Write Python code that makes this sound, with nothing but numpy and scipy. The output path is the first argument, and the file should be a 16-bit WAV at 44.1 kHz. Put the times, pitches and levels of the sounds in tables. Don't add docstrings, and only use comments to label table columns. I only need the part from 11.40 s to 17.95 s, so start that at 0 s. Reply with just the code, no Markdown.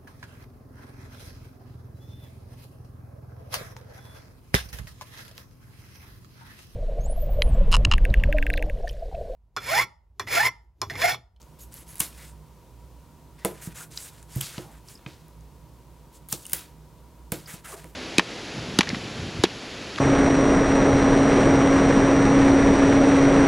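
import sys
import numpy as np
from scipy import signal
from scipy.fft import rfft, irfft
from scipy.io import wavfile

SR = 44100
rng = np.random.default_rng(int(sys.argv[2]) if len(sys.argv) > 2 else 0)


def volts_from_decibels(level):
    exponent = np.asarray(level, float) / 20
    return 10 ** exponent


def int16_out(signal):
    q = np.round(np.clip(np.atleast_2d(signal).T, -1, 1) * 32767)
    wavfile.write(sys.argv[1], SR, q.astype(np.int16))


N = 288855

# frequency in Hz, density in dB per Hz.
ROOM_TONE = [(15, -51), (25, -24), (41, -19.5), (64, -0.5), (92, -15.5), (117, -12.5), (166, -17.5),
             (185, -15.5), (256, -16), (285, -16.5), (531, -22), (775, -26.5), (962, -24), (1700, -36),
             (16000, -42.5)]
ROOM_TONE_DB = -48.5
# centre in Hz, width in Hz, level in dB.
MOTOR_DRONE = [(59.27, 5.4, -54), (119.4, 9, -62), (154.25, 13.7, -57.5), (954, 78.9, -65.5),
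               (513, 79, -74.5)]
# frequency in Hz, left minus right in dB.
STEREO_LEAN = [(60, -3), (130, -6.5), (290, 2), (640, 1), (1410, 1), (3100, 0), (6820, 1.5), (15000, -1)]
# frequency in Hz, correlation from 0 to 1.
STEREO_LIKENESS = [(60, 0.96), (180, 0.95), (550, 0.88), (1650, 0.91), (4970, 0.64), (15000, 0.67)]

# frequency in Hz, density in dB per Hz.
RUSTLE = [(250, -34.5), (500, -5.5), (900, -5.5), (1500, -1), (3000, -3), (6000, -3.5), (9000, 0.5),
          (11500, 6.5), (13500, 7), (16000, 2)]
RUSTLE_CENTRES_HZ = (1900, 4300, 7600, 11800)
RUSTLE_TOP_HZ = 15900
# start in seconds, length in seconds, bright hiss in dB,
# dull range against it in dB, middle range against it in dB.
SLIDES = [(0, 0.028, -71, -12, 5), (0.197, .045, -57.5, -13, -6.5), (0.326, 0.1, -58.5, -3, -5.5),
          (0.476, 0.061, -56, -3, -2), (0.563, .045, -57, -3, -2), (1.992, 0.081, -67, 10.5, 3.5),
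          (2.107, 0.22, -63, 4.5, -2.5), (2.223, 0.047, -48.5, -4, -10), (2.359, .075, -47, -0.5, -9),
          (2.517, .06, -56, -5, -1), (2.569, 0.12, -51, -7.5, -4), (3.145, 0.091, -57, 4, -2.5),
          (3.569, .09, -74, 5, 3), (4.904, .03, -49.5, -10, -4), (4.99, 0.17, -57.5, -8.5, -4),
          (6.081, 0.065, -49, -1.5, -6.5), (6.159, 0.039, -63, 5.5, 0), (6.254, .09, -50, 1.5, -5),
          (6.37, 0.031, -55, 1.5, -2.5)]
# middle in seconds, half length in seconds,
# bright hiss in dB, dull range against it in dB, middle range against it in dB.
BRUSHES = [
    (0.812, 0.089, -56.5, -0.5, -1),
    (2.759, 0.078, -63.5, -2, -1),
    (2.975, 0.061, -50, -3, -2.5),
    (3.336, .05, -67.5, 6.5, -2.5),
    (3.508, 0.044, -56.5, -7, -3),
    (4.758, 0.026, -61, -7.5, -3.5),
    (6.472, 0.043, -66.5, 2, 0),
]
# start in seconds, bright hiss in dB,
# dull range against it in dB, middle range against it in dB, fade in dB per second.
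SETTLES = [
    (0.606, -36.5, -5.5, -0.5, 240.5),
    (2.054, -42, 2.5, -1.5, 342),
    (3.012, -42, -4, 0.5, 93),
    (3.672, -63, 4.5, 5, 82.5),
    (4.93, -43.5, -11.5, 6, 450),
    (5.138, -41.5, 0, 2, 186),
    (5.923, -45.5, -0.5, 1.5, 162),
    (6.415, -59.5, 1, -3, 96),
]

# strongest slip in seconds, peak in dB, ring in Hz,
# body below 4 kHz in dB, loss per later slip in dB.
TEARS = [(0.0173, -37.5, 6660, -19, 14), (.6024, -2.5, 10800, -25, 13.5), (0.6046, -4, 10200, -13, 8.5),
         (.6062, -19.5, 3100, -12, 6.5), (2.0492, -7.5, 10200, -8, 10.5), (2.0563, -22, 7500, -20, 7),
         (2.575, -18, 4650, -15, 6), (2.8283, -32.5, 8040, -12, 8), (3.0079, -21, 8300, -11, 4),
         (3.0113, -21, 3000, -14, 16), (3.0117, -12, 11300, -23.5, 7), (3.1797, -29.5, 4000, 0.5, 7),
         (3.6628, -35, 2470, 8, 6.5), (4.9244, -15.5, 12500, -19, 0), (4.927, -8.5, 7350, -19.5, 7),
         (5.0542, -27, 8550, -20, 12), (5.055, -36.5, 2870, -12, 13), (4.89, -29, 12200, -17, 3),
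         (5.0658, -20, 10100, -28, 8), (5.097, -23.5, 11000, -14, 6), (5.119, -27.5, 9900, -19, 0.5),
         (5.1331, -1, 12000, -16, 7.5), (5.9201, -10.5, 12000, -15, 3.5), (5.9246, -21, 11500, -16, 7)]
# start in seconds, peak in dB, ring in Hz, body below 4 kHz in dB.
TICKS = [(.0286, -42, 6500, -16), (.1952, -43, 11900, -16), (.3241, -34, 8000, -15),
         (.3413, -23, 13400, -22), (.5438, -32, 12100, -11), (.5559, -25, 10500, -15),
         (.5703, -32, 10200, -16), (.5825, -28, 9600, -22), (.593, -27, 12400, -13),
         (.5962, -16, 9200, -23), (.5994, -20, 8900, -21), (.638, -22, 12200, -20),
         (2.5225, -36, 5800, -12), (2.6695, -48, 2600, 6), (2.959, -24, 12000, -12),
         (2.9738, -28, 11900, -14), (2.9836, -30, 13100, -13), (3.486, -32, 4800, -18),
         (3.593, -52, 2600, 6), (3.8827, -40, 11900, -16), (4.0088, -47, 6600, -7),
         (4.8871, -23, 12100, -24), (4.9122, -26, 12800, -21), (4.9176, -24, 12800, -16),
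         (4.9217, -21, 12100, -14), (4.9484, -28, 7400, -13), (5.0284, -35, 9100, -17),
         (5.1107, -29, 12900, -15), (5.1497, -23, 10000, -12), (6.4434, -36, 9300, 2)]
# start in seconds, end in seconds, resonance in Hz, width in Hz, level in dB.
SINGING = [(0.2, 0.248, 11800, 1200, -51.5), (0.202, 0.24, 6700, 600, -55), (0.32, 0.437, 11200, 1300, -53),
           (0.471, 0.53, 10800, 1800, -50.5), (0.47, .53, 6430, 600, -61), (0.758, 0.884, 2070, 500, -57.5),
           (1.992, 2.046, 1940, 249, -59.5), (2.4, 2.429, 1330, 200, -48.5), (3.199, 3.356, 755, 403, -56),
           (3.55, 3.562, 5060, 497, -50.5), (3.574, 3.58, 4900, 603, -56), (6.057, 6.069, 4930, 600, -47),
           (6.248, 6.28, 1346, 130, -47), (6.249, 6.412, 580, 500, -51), (6.316, 6.349, 1125, 200, -45.5),
           (6.321, 6.362, 402, 80, -44.5), (0.788, 0.937, 8440, 3500, -58.5),
           (2.223, 2.278, 9100, 5000, -50), (2.353, 2.385, 6800, 1800, -47.5),
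           (2.58, 2.678, 7860, 5030, -45), (3.014, 3.085, 5000, 2500, -48),
           (4.734, 4.785, 7500, 2000, -61.5), (6.074, 6.12, 2110, 400, -53),
           (6.257, 6.332, 9000, 4000, -49)]

# start in seconds, peak in dB, main ring in Hz,
# knock above 300 Hz in dB, contact in milliseconds.
THUMPS = [(0.604, -27, 164, -13.5, 2.5), (2.0482, -20, 477, 0, 0.53), (2.053, -27, 196, 0, 1.3),
          (2.273, -24, 164, -23, 1.7), (2.397, -46, 164, -8, 1.3), (2.502, -40.5, 150, -11, 1.6),
          (2.961, -17, 132.5, -20.5, 3.8), (3.180, -23.5, 146.5, -8, 0.69), (3.663, -28, 145, -13, 2.1),
          (4.67, -40, 153, -29, 2.35), (4.928, -25, 147, -10.5, 2.4), (5.132, -33, 164, -8.5, 0.98),
          (5.922, -30, 173, -10, 0.61), (5.922, -20.5, 430, -9.5, 0.39), (6.137, -31, 167, -14.5, 4.6),
          (6.441, -37, 164, -5.5, 0.46)]
# frequency in Hz, level in dB, time to fall 60 dB in seconds.
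TABLE_MODES = [(105, -62, 0.088), (136, -9.5, 0.3), (164, -1.5, 0.084), (199, 8, 0.0334),
               (276, -12.5, 0.046)]
# frequency in Hz, time to fall 60 dB in seconds.
ROOM_T60 = [(100, 0.3), (1000, 0.34), (4000, 0.049), (12000, 0.24)]


def rms_one(x):
    return x / np.sqrt(np.mean(x ** 2) + 1e-20)


def at_hz(points, hz):
    table_hz, value = np.array(points).T
    return np.interp(np.log(hz), np.log(table_hz), value)


def shaped(x, db):
    return irfft(rfft(x) * volts_from_decibels(db), N)


def resonance(x, hz, width_hz):
    r = np.exp(-np.pi * width_hz / SR)
    poles = [1, -2 * r * np.cos(2 * np.pi * hz / SR), r * r]
    return signal.lfilter((1 - r * r) / 2 * np.array([1, 0, -1]), poles, x)


def ring(x, hz, t60):
    r, w = volts_from_decibels(-60 / (t60 * SR)), 2 * np.pi * hz / SR
    return signal.lfilter([0, np.sin(w)], [1, -2 * r * np.cos(w), r * r], x + 1e-18)


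def drift(rate):
    r = np.exp(-2 * np.pi * rate / SR)
    noise = rng.standard_normal(N + SR)
    return rms_one(signal.lfilter([1], [1, -2 * r, r * r], noise)[SR:])


def add(out, sound, s):
    i = round(s * SR)
    out[..., i:i + sound.shape[-1]] += sound[..., :N - i]


def room_tone():
    hz = np.fft.rfftfreq(N, 1 / SR) + 1
    tone_db = at_hz(ROOM_TONE, hz)
    mid, side = (rms_one(shaped(rng.standard_normal(N), tone_db)) * volts_from_decibels(ROOM_TONE_DB - 4.5) for _ in "ms")
    for centre_hz, width_hz, db in MOTOR_DRONE:
        hum = resonance(rng.standard_normal(N), centre_hz, width_hz)
        mid = mid + volts_from_decibels(db) * rms_one(resonance(hum, centre_hz, width_hz))
    alike = np.clip(at_hz(STEREO_LIKENESS, hz), 0, .999)
    side = irfft(rfft(side) * np.sqrt((1 - alike) / (1 + alike)) * volts_from_decibels(-0.5), N)
    lean_db = at_hz(STEREO_LEAN, hz) / 2
    top_db = -40. 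* (hz > RUSTLE_TOP_HZ)
    return np.array([shaped(mid + side, top_db + lean_db), shaped(mid - side, top_db - lean_db)])


def pressure():
    attack_s, attack_share, release_db_per_s = .004, .04, 701
    settle_attack_s = 0.0044
    patchy_db, patch_rate_hz = 1.5, 12
    t, power = np.arange(0, N + 16, 16) / SR, 0

    def colour(db, dull_db, middle_db):
        top_db = -3.5 - .2 * dull_db
        return db + np.array([[dull_db], [middle_db], [0], [top_db]])

    for start, length, *tone in SLIDES:
        rise = np.exp(-(np.minimum(t - start, 0) / (attack_s + attack_share * length)) ** 2)
        release_db = release_db_per_s * np.maximum(t - start - length, 0)
        power += rise * volts_from_decibels(colour(*tone) - release_db) ** 2
    for middle, half, *tone in BRUSHES:
        power += volts_from_decibels(colour(*tone)) ** 2 * np.exp(-2 * ((t - middle) / half) ** 2)
    for start, *tone, fade_db in SETTLES:
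        rise = np.clip((t - start) / settle_attack_s + 1, 0, 1)
        power += (rise * volts_from_decibels(colour(*tone) - fade_db * np.abs(t - start))) ** 2
    samples_s = np.arange(N) / SR
    return [np.interp(samples_s, t, np.sqrt(row)) * volts_from_decibels(patchy_db * drift(patch_rate_hz)) for row in power]


def sliding(grain_db, flicker_db):
    octave, out = np.log(np.fft.rfftfreq(N, 1 / SR) + 1), np.zeros(N)
    grains = rng.standard_normal(N) * volts_from_decibels(grain_db * drift(498) + flicker_db * drift(45))
    spectrum = rfft(grains) * volts_from_decibels(at_hz(RUSTLE, np.exp(octave))) * (octave < np.log(RUSTLE_TOP_HZ))
    for share, gain in zip(np.eye(4), pressure()):
        band = irfft(spectrum * np.interp(octave, np.log(RUSTLE_CENTRES_HZ), share), N)
        out += rms_one(band) * gain
    return out


def slips():
    gap_s, lead_db = .0011, -9.5
    dulling_db, wander_db = 4, 1
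    rows = list(TICKS)
    for (s, db, hz, body_db, loss_db), luck in zip(TEARS, rng.standard_normal((len(TEARS), 5, 2))):
        for k, (late, wander) in zip(range(-1, 4), luck):
            step_db = lead_db if k < 0 else -loss_db * k
            slip_s = s + gap_s * k * (1 + .1 * late)
            slip_hz = min(hz * volts_from_decibels(wander_db * abs(k) * wander), 14000)
            rows.append((slip_s, db + step_db, slip_hz, body_db + dulling_db * min(k, 2)))
    return rows


def crack(force, hz, body_db, sharp):
    height = hz / 10000
    width_hz = hz * height / sharp
    pitched = resonance(resonance(force, hz, width_hz), hz, 4.9 * width_hz)
    bright = pitched + 0.17 * height ** 3 * resonance(force, 12000, 11070)
    body = signal.sosfilt(signal.butter(3, [800, 3400], "band", fs=SR, output="sos"), force)
    return bright / np.abs(bright).max() + volts_from_decibels(body_db) * body / np.abs(body).max()


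def ticks():
    slip_decay_s = .00055
    out, t, rows = np.zeros((2, N)), np.arange(300) / SR, slips()
    for (s, db, hz, body_db), noise in zip(rows, rng.standard_normal((len(rows), 301))):
        force = (noise[1:] + 2.0 * (t == 0)) * np.exp(-t / slip_decay_s)
        sound = volts_from_decibels(db - 1.5) * crack(force, hz, body_db, sharp=3.3)
        pan_db = np.array([[.9], [-.9]]) * noise[0]
        add(out, sound * volts_from_decibels(pan_db), s)
    return out


def singing():
    out = np.zeros(N)
    for (start, end, hz, width_hz, db), noise in zip(SINGING, rng.standard_normal((len(SINGING), SR // 4))):
        tone = resonance(resonance(noise, hz, width_hz), hz, width_hz)[:round((end - start) * SR)]
        add(out, volts_from_decibels(db) * rms_one(tone) * signal.windows.tukey(len(tone), .6), start)
    return out


def thumps():
    main_t60_s, main_ring_db = 0.14, 6.5
    panel_t60_s, panel_slope_db = 0.093, -2.5
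    out, t = np.zeros(N), np.arange(SR // 3) / SR
    panel_hz = np.geomspace(301.5, 2283, num=26) * volts_from_decibels(rng.normal(0, 0.3, 26))
    for (s, db, main_hz, knock_db, contact_ms), luck in zip(THUMPS, rng.standard_normal((len(THUMPS), 31))):
        push = np.sin(np.pi * np.minimum(t / (contact_ms / 1000), 1)) ** 2
        tap = np.sin(np.pi * np.minimum(t / (contact_ms / 4000), 1)) ** 2
        low = volts_from_decibels(main_ring_db) * ring(push, main_hz, main_t60_s * np.sqrt(160 / main_hz))
        for (hz, level_db, t60), u in zip(TABLE_MODES, luck):
            low = low + volts_from_decibels(level_db + 4.4 * u) * ring(push, hz, t60)
        high = 0
        for k, hz in enumerate(panel_hz):
            mode_db = panel_slope_db * np.log2(hz / 500) + 2 * luck[-k - 1]
            high = high + (-1) ** k * volts_from_decibels(mode_db) * ring(tap, hz, panel_t60_s * (500 / hz) ** 0.92)
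        knock = volts_from_decibels(knock_db) * high / np.abs(high).max()
        add(out, volts_from_decibels(db) * (knock - low / np.abs(low).max()), s)
    return out


def room(x):
    level_db, width = -12, 0.29
    t, tail = np.arange(SR // 2) / SR, 0
    edges = 90 * 2. ** np.arange(0, 7.6, .75)
    for low, high in zip(edges, edges[1:]):
        band_pass = signal.butter(2, [low, high], "band", fs=SR, output="sos")
        band = signal.sosfilt(band_pass, rng.standard_normal((2, len(t))))
        tail = tail + band * volts_from_decibels(-60 * t / at_hz(ROOM_T60, np.sqrt(low * high)))
    tail = tail * np.clip((t - .003) / 0.0017, 0, 1)
    tail = (tail[0] + width * tail[1] * [[1], [-1]]) / np.sqrt(np.sum(tail[0] ** 2))
    return volts_from_decibels(level_db) * signal.fftconvolve(x[None], tail, axes=1)[:, :N]


def scene():
    bright = sliding(grain_db=-1.5, flicker_db=1.28) + singing() + ticks()
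    knocks = thumps()
    table = bright + knocks * volts_from_decibels([[-.9], [.9]]) + room(bright.mean(axis=0) + knocks)
    low_cut = signal.butter(2, 60, "high", fs=SR, output="sos")
    return signal.sosfilt(low_cut, table) + room_tone()


def band_limit(x):
    return signal.sosfilt(signal.butter(12, 16990, fs=SR, output="sos"), x)


def record(dry):
    top_cut = signal.cheby2(12, 70, 17300, fs=SR, output="sos")
    return band_limit(signal.sosfilt(top_cut, dry))


dry = scene()
out = record(dry)
int16_out(out)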